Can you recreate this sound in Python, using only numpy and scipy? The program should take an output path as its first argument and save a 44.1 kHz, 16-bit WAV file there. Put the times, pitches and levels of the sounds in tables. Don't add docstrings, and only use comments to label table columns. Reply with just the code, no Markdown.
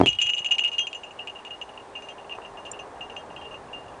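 import sys
import numpy as np
from scipy import signal
from scipy.io import wavfile
from scipy.ndimage import uniform_filter1d

SR = 44100
rng = np.random.default_rng(int(sys.argv[2]) if len(sys.argv) > 2 else 0)


def dump_mix(stems):
    frames = np.atleast_2d(stems).T
    limited = np.clip(frames, -1, 1)
    pcm = np.round(limited * 32767).astype(np.int16)
    wavfile.write(sys.argv[1], SR, pcm)


N = 4 * SR
BELL_ATTACK_S = 0.001

# (time [s], speed [m/s])
FLIGHT_SPEED = [(0,0.5),(.3,-0.5),(.8,4),(1.5,3.5),(2.2,8),(3,6.5),(4,9.5)]


def amp(db):
    return 10 ** (np.asarray(db) / 20)


def unit_rms(x):
    return x / np.sqrt(np.mean(x ** 2) + 1e-20)


def spectrum_at(points, hz):
    f, db = np.transpose(points)
    return np.interp(np.log(hz + 1), np.log(f + 1), db)


def add(mix, s, sound):
    part = mix[max(round(s * SR), 0):][:len(sound)]
    part += sound[:len(part)]


def coloured(x, points):
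    gain = unit_rms(amp(spectrum_at(points, abs(np.fft.fftfreq(2048, 1 / SR)))))
    minimum_phase = np.exp(np.conj(signal.hilbert(np.log(gain + 1e-6))))
    return signal.oaconvolve(x, np.fft.ifft(minimum_phase).real)[:len(x)]


def smeared(x, decay_s):
    return signal.lfilter([1], [1, -np.exp(-1 / (decay_s * SR))], x)


def mode(t, hz, db, t60):
    return amp(db - 60 * t / t60) * np.sin(2 * np.pi * hz * t)


def speed(s):
    return np.interp(s, *np.transpose(FLIGHT_SPEED))


def distance(s):
    return s * speed(np.linspace(0, s)).mean()


def doppler(s):
    return 1 / (1 + speed(s) / 343)


def far_hum():
    # (time [s], pitch [Hz], level [dB])
    course = [(.3,394.2,-61.5),(2.5,402.3,-50.5),(3.4,410,-55.5)]
    waver_hz = 6.97
    s, hz, db = np.transpose(course)
    t = np.arange(N) / SR
    waver = unit_rms(uniform_filter1d(uniform_filter1d(rng.standard_normal(N), size=1500), size=1000))
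    turns = np.cumsum(np.interp(t, s, hz) + waver_hz * waver) / SR
    return amp(np.interp(t, s, db)) * np.sin(2 * np.pi * turns)


def far_wind():
    # (frequency [Hz], relative density [dB])
    roar_colour = [(25,-7.5),(170,-16),(300,-7),(420,-3.5),(820,0.5),(1100,-5),(1450,-13.5),(1750,-12.5),(2200,-25.5),(5000,-57)]
    # (time [s], level [dB])
    swell = [(.2,-52),(.55,-47),(.95,-48),(1.2,-45),(1.9,-45),(2.75,-42.5),(4,-43.5)]
    # (frequency [Hz], relative density [dB])
    hiss_colour = [(100,-33),(1500,0.5),(2600,-1),(5000,-9),(10000,-12.5)]
    patch_db, flicker_db, hiss_db = 0.5, 0.46, -56.5
    frames, hz = N // 256 + 5, np.fft.rfftfreq(1024, 1 / SR)
    real, imag, patches = rng.standard_normal((3, frames, len(hz)))
    patches = unit_rms(uniform_filter1d(uniform_filter1d(patches, size=12, axis=0), size=8, axis=1))
    flicker = unit_rms(uniform_filter1d(rng.standard_normal(frames), size=4))[:, None]
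    spectra = (real + 1j * imag) * amp(spectrum_at(roar_colour, hz) + patch_db * patches
                                       + flicker_db * flicker)
    roar = unit_rms(signal.istft(spectra.T, nperseg=1024, noverlap=768)[1][:N])
    level = amp(np.interp(np.arange(N) / SR, *np.transpose(swell)))
    return level * roar + amp(hiss_db) * coloured(rng.standard_normal(N), hiss_colour)


def breeze():
    # (frequency [Hz], relative density [dB])
    colour = [(20,2),(80,0.5),(280,-2.5),(900,-40)]
    start_db, rise_db_per_s = -66.5, 3.5
    return amp(start_db + rise_db_per_s * np.arange(N) / SR) * coloured(rng.standard_normal(N), colour)


def tap_and_clink():
    # (frequency [Hz], level [dB], t60 [s])
    tap = [(450,-35,.014),(1020,-12,.0045)]
    # (frequency [Hz], level [dB], t60 [s])
    clink = [(5690,-40,0.032),(7220,-24.5,0.027),(8480,-28.5,0.021),(9700,-32,.008)]
    tap_s, clink_s, rise_s = 2.3863, 2.715, 0.0006
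    out, t = np.zeros(N), np.arange(SR // 10) / SR
    for s, modes in ((tap_s, tap), (clink_s, clink)):
        add(out, s, (1 - np.exp(-t / rise_s)) * sum(mode(t, *row) for row in modes))
    return out


def wing_buffets():
    # (time [s], level [dB], decay [s])
    puffs = [(.002,-14,0.014),(.013,-2.5,0.0025),(.024,-15.5,0.0061),(.035,-15,0.011),(.06,-22,0.011),(.405,-38.5,0.005)]
    # (frequency [Hz], relative density [dB])
    puff_colour = [(20,-25),(60,-7),(100,1),(170,-4.5),(280,0),(380,0),(560,-11),(720,-8.5),(1000,-14),(1500,-26),(4000,-39.5),(10000,-54.5)]
    # (time [s], level [dB], decay [s])
    eddies = [(.088,-30,0.0092),(.122,-40.5,0.03),(.252,-47,0.033)]
    # (frequency [Hz], relative density [dB])
    eddy_colour = [(20,1.5),(90,4.5),(160,-8),(300,-18),(10000,-80)]
    out, t = np.zeros(N), np.arange(SR // 4) / SR
    push = 0.77 * (t == 0)
    for buffets, colour in ((puffs, puff_colour), (eddies, eddy_colour)):
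        for s, db, decay_s in buffets:
            envelope = np.exp(-t / decay_s)
            turbulence = envelope * rng.standard_normal(len(t)) / np.linalg.norm(envelope)
            air = coloured(turbulence - push, colour)
            add(out, s, amp(db) * air * np.linalg.norm(envelope) / np.linalg.norm(air))
    return out


def field_scatter(jingle):
    top_speed_db, t60, rise_s = -7.5, 0.071, 0.0052
    t = np.arange(SR // 4) / SR
    tail = rng.standard_normal(len(t)) * amp(-60 * t / t60) * (1 - np.exp(-t / rise_s))
    away = speed(np.arange(N) / SR)
    share = amp(top_speed_db) * away / away.max()
    return signal.fftconvolve(jingle * share, tail / np.linalg.norm(tail))[:N]


def unchoked(t, free_s, choke_s=0.0016):
    return np.exp(-np.maximum(t - free_s, 0) / choke_s)


def pellet_strike(s, ring_db, t60, free_s, overtone_db, tick_db):
    # (frequency [Hz], relative level [dB], t60 [s])
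    loaded_modes = [(2485,-22.5,0.031),(2640,-14,0.051),(2789,-14.5,0.071),(3050,-16,0.027)]
    # (frequency [Hz], relative level [dB], t60 [s])
    overtones = [(6300,-2.5,0.31),(6480,-16,0.065),(7165,-3.5,0.15),(7330,-12.5,0.089),(8600,-25,0.06)]
    ring_hz, detune, loaded_spread = 2888.3, 0.0027, 0.027
    rebounds_per_s, rattle_s = 400, 0.029
    choked_db, choked_t60, overtone_choke_s = -22, 0.24, 0.02
    slip_rad, slip_s = 0.54, 0.0029
    ring_kick, overtone_kick, kick_s = 0.2, 1.36, 0.0072
    dull_db_per_m, spread_db, crack_range_m = 1.7, 3, 7.6

    t = np.arange(SR // 5) / SR
    chance, size, ring_angle, overtone_angle = rng.random((4, len(t)))
    grit = rng.standard_normal(len(t))
    shift = doppler(s) * (1 + detune * rng.standard_normal())
    first_hit = t == 0
    rebounds = (chance < rebounds_per_s / SR) * (t < free_s) * np.exp(-t / rattle_s) * 2 * size

    free = unchoked(t, free_s)
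    envelope = free * amp(-60 * t / t60) + (1 - free) * amp(choked_db - 60 * t / choked_t60)
    lag = slip_rad * np.cumsum(smeared(rebounds, slip_s)) / (slip_s * SR)
    shaken = 1 + ring_kick * smeared(rebounds * np.exp(2j * np.pi * ring_angle), kick_s)
    shell = envelope * (shaken * np.exp(1j * (2 * np.pi * ring_hz * shift * t - lag))).imag
    for hz, db, mode_t60 in loaded_modes:
        pressed_hz = hz * shift * (1 + loaded_spread * rng.uniform(-0.93, 1))
        contacts = first_hit + rebounds * envelope * rng.choice([-1, 1], len(t))
        shell += signal.fftconvolve(contacts, mode(t[:SR // 20], pressed_hz, db, mode_t60))[:len(t)]

    shimmer = 1 + overtone_kick * smeared(rebounds * np.exp(2j * np.pi * overtone_angle), kick_s)
    sheen = np.zeros(len(t))
    for hz, db, mode_t60 in overtones:
        contact_db = spread_db * rng.standard_normal()
        distance_loss_db = dull_db_per_m * distance(s) * ((hz / overtones[0][0]) ** 2 - 1)
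        partial = (shimmer * np.exp(1j * (2 * np.pi * hz * shift * t - lag))).imag
        sheen += amp(db + contact_db - distance_loss_db - 60 * t / mode_t60) * partial
    sheen *= unchoked(t, free_s, overtone_choke_s)
    ring = (1 - np.exp(-t / BELL_ATTACK_S)) * (amp(ring_db) * shell + amp(overtone_db) * sheen)

    crack = 2.8 * np.exp(-distance(s) / crack_range_m) * first_hit
    rattle = grit * smeared(first_hit + 0.15 * rebounds, decay_s=0.0015)
    return ring, amp(tick_db) * (crack + rattle)


def pellet_jostle():
    slot_s, mean_db, t60 = 0.1, -47, 0.05
    out = np.zeros(N)
    for s in np.arange(0, N / SR, slot_s):
        delay, force = rng.random(2)
        ring_db = mean_db + 6 * (force - 0.5)
        ring, _ = pellet_strike(s, ring_db, t60, slot_s / 2, overtone_db=-np.inf, tick_db=-np.inf)
        add(out, s + delay * slot_s, ring)
    return out


def high_bell():
    # (time [s], level [dB], time until choked [s])
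    strikes = [(.032,-38,0.023),(0.068,-40.5,0.22),(0.216,-38,0.061),(.381,-47,0.016),(.446,-49,0.023),(.513,-42,0.027),(.583,-36,0.015),(.785,-34,.02),(.802,-33,0.057),(.91,-51,0.051),(2.098,-53,0.028),(3.167,-55,.05),(3.364,-53,.1)]
    # (frequency [Hz], relative level [dB])
    modes = [(3255,3.5),(6285,-17)]
    out, t = np.zeros(N), np.arange(SR // 4) / SR
    for s, db, free_s in strikes:
        ring = sum(mode(t, hz * doppler(s), db + mode_db, t60=0.51) for hz, mode_db in modes)
        add(out, s, ring * (1 - np.exp(-t / BELL_ATTACK_S)) * unchoked(t, free_s))
    return out


def low_bell():
    # (time [s], ring level [dB], t60 [s], time until choked [s],
    # overtone level [dB], relative tick level [dB])
    strikes = [(0.06, -4.5, 0.0077, 0.0067, -42, -35.5), (0.07, -7.5, 0.04, 0.0064, -46, -36),
               (0.076, -12, 0.3, 0.015, -55, -46), (0.087, -22, 0.28, 0.049, -43, -40),
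               (0.13, -28.5, 0.32, 0.035, -63, -42), (0.187, -13.5, 0.16, 0.015, -52, -48),
               (0.203, -24, 0.4, 0.012, -52, -51), (0.215, -15.5, 0.2, 0.0065, -37, -38),
               (0.221, -18.5, 0.33, 0.06, -37.5, -41.5), (0.261, -21, 0.28, 0.05, -44, -54),
               (0.289, -17, 0.19, 0.07, -46, -58), (0.335, -11.5, 0.055, 0.017, -40.5, -54),
               (0.366, -23.5, 0.24, 0.016, -51.5, -61), (0.381, -18.5, 0.11, 0.031, -45, -41.5),
               (0.418, -29, 0.4, 0.013, -61, -69), (0.446, -22.5, 0.31, 0.019, -40.5, -40),
               (0.461, -18.5, 0.098, 0.039, -54, -51), (0.486, -31.5, 0.3, 0.0048, -73, -67),
               (0.509, -15, 0.56, 0.015, -42, -59), (0.522, -15.5, 0.18, 0.04, -46, -41),
               (0.583, -16, 0.3, 0.015, -37, -37.5), (0.605, -22, 0.32, 0.022, -44, -65),
               (0.636, -21.5, 0.5, 0.015, -47, -60), (0.648, -14, 0.17, 0.029, -52, -47),
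               (0.677, -23, 0.12, 0.02, -47.5, -50), (0.716, -29, 0.38, 0.036, -51.5, -55),
               (0.732, -25.5, 0.17, 0.07, -59, -48), (0.782, -16.5, 0.26, 0.052, -39.5, -44),
               (0.869, -23.5, 0.41, 0.01, -46, -48.5), (0.93, -19, 0.022, 0.0071, -52, -47),
               (0.947, -30.5, 0.16, 0.053, -50.5, -62), (1.034, -30, 0.097, 0.016, -61, -75),
               (1.063, -42.5, 0.2, 0.046, -67, -76), (1.108, -34, 0.038, 0.016, -64, -72),
               (1.189, -31, 0.24, 0.052, -66, -68), (1.273, -26.5, 0.093, 0.023, -70, -49.5),
               (1.296, -33.5, 0.26, 0.0096, -63, -72), (1.356, -39, 0.34, 0.017, -69, -76),
               (1.387, -38, 0.08, 0.014, -71, -76), (1.45, -35, 0.4, 0.032, -58, -53.5),
               (1.506, -32, 0.38, 0.049, -61.5, -70), (1.614, -24, 0.066, 0.045, -56.5, -55),
               (1.692, -37.5, 0.37, 0.0048, -63, -66), (1.775, -33, 0.043, 0.021, -72, -69),
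               (1.798, -43, 0.12, 0.0091, -69, -74), (1.953, -28.5, 0.16, 0.058, -64, -75),
               (2.022, -38.5, 0.21, 0.038, -60, -58), (2.086, -31, 0.091, 0.035, -55, -52),
               (2.182, -40, 0.1, 0.068, -71, -70), (2.295, -31, 0.083, 0.019, -68, -64),
               (2.311, -31.5, 0.17, 0.014, -69, -74), (2.322, -31.5, 0.12, 0.012, -70, -71),
               (2.351, -35, 0.035, 0.053, -70, -67), (2.418, -40.5, 0.075, 0.0083, -79, -69),
               (2.449, -33, 0.076, 0.073, -67, -65), (2.572, -38, 0.14, 0.097, -65, -64),
               (2.652, -37, 0.4, 0.012, -57.5, -57), (2.665, -34, 0.11, 0.091, -62, -58),
               (2.733, -36, 0.16, 0.035, -79, -69), (2.791, -36.5, 0.16, 0.045, -64, -61),
               (3.008, -30, 0.16, 0.063, -60, -59), (3.098, -34, 0.085, 0.05, -54, -63),
               (3.164, -30.5, 0.11, 0.124, -57.5, -62), (3.31, -50, 0.22, 0.022, -64, -80),
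               (3.363, -30, 0.044, 0.07, -66, -61), (3.413, -41, 0.7, 0.057, -72, -65),
               (3.453, -34.5, 0.12, 0.035, -70, -68), (3.51, -37.5, 0.12, 0.042, -61, -72),
               (3.542, -34.5, 0.096, 0.118, -66, -66), (3.731, -32, 0.21, 0.14, -65, -62),
               (3.881, -41, 0.046, 0.119, -75, -72)]
    # (frequency [Hz], relative density [dB])
    tick_colour = [(100,-44),(1400,-23),(2000,-6.5),(2450,13.5),(3500,8.5),(5200,-6),(7200,-4.5),(10000,-14.5)]
    tick_gain_db = 15
    rings, ticks = np.zeros((2, N))
    for s, *settings in strikes:
        ring, tick = pellet_strike(s, *settings)
        add(rings, s, ring)
        add(ticks, s, tick)
    return rings + amp(tick_gain_db) * coloured(ticks, tick_colour)


def scene():
    jingle = low_bell() + high_bell() + pellet_jostle()
    bells = jingle + field_scatter(jingle)
    background = far_wind() + breeze() + far_hum()
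    return (bells + background + wing_buffets() + tap_and_clink())[None]


def record(dry):
    low_cut_hz, band_limit_hz = 45, 10080
    heard = signal.sosfilt(signal.butter(2, low_cut_hz, "highpass", fs=SR, output="sos"), dry)
    lowpass = signal.firwin(511, band_limit_hz, window=("kaiser", 9), fs=SR)
    return signal.oaconvolve(heard, lowpass[None], "same")


dry = scene()
out = record(dry)
dump_mix(out)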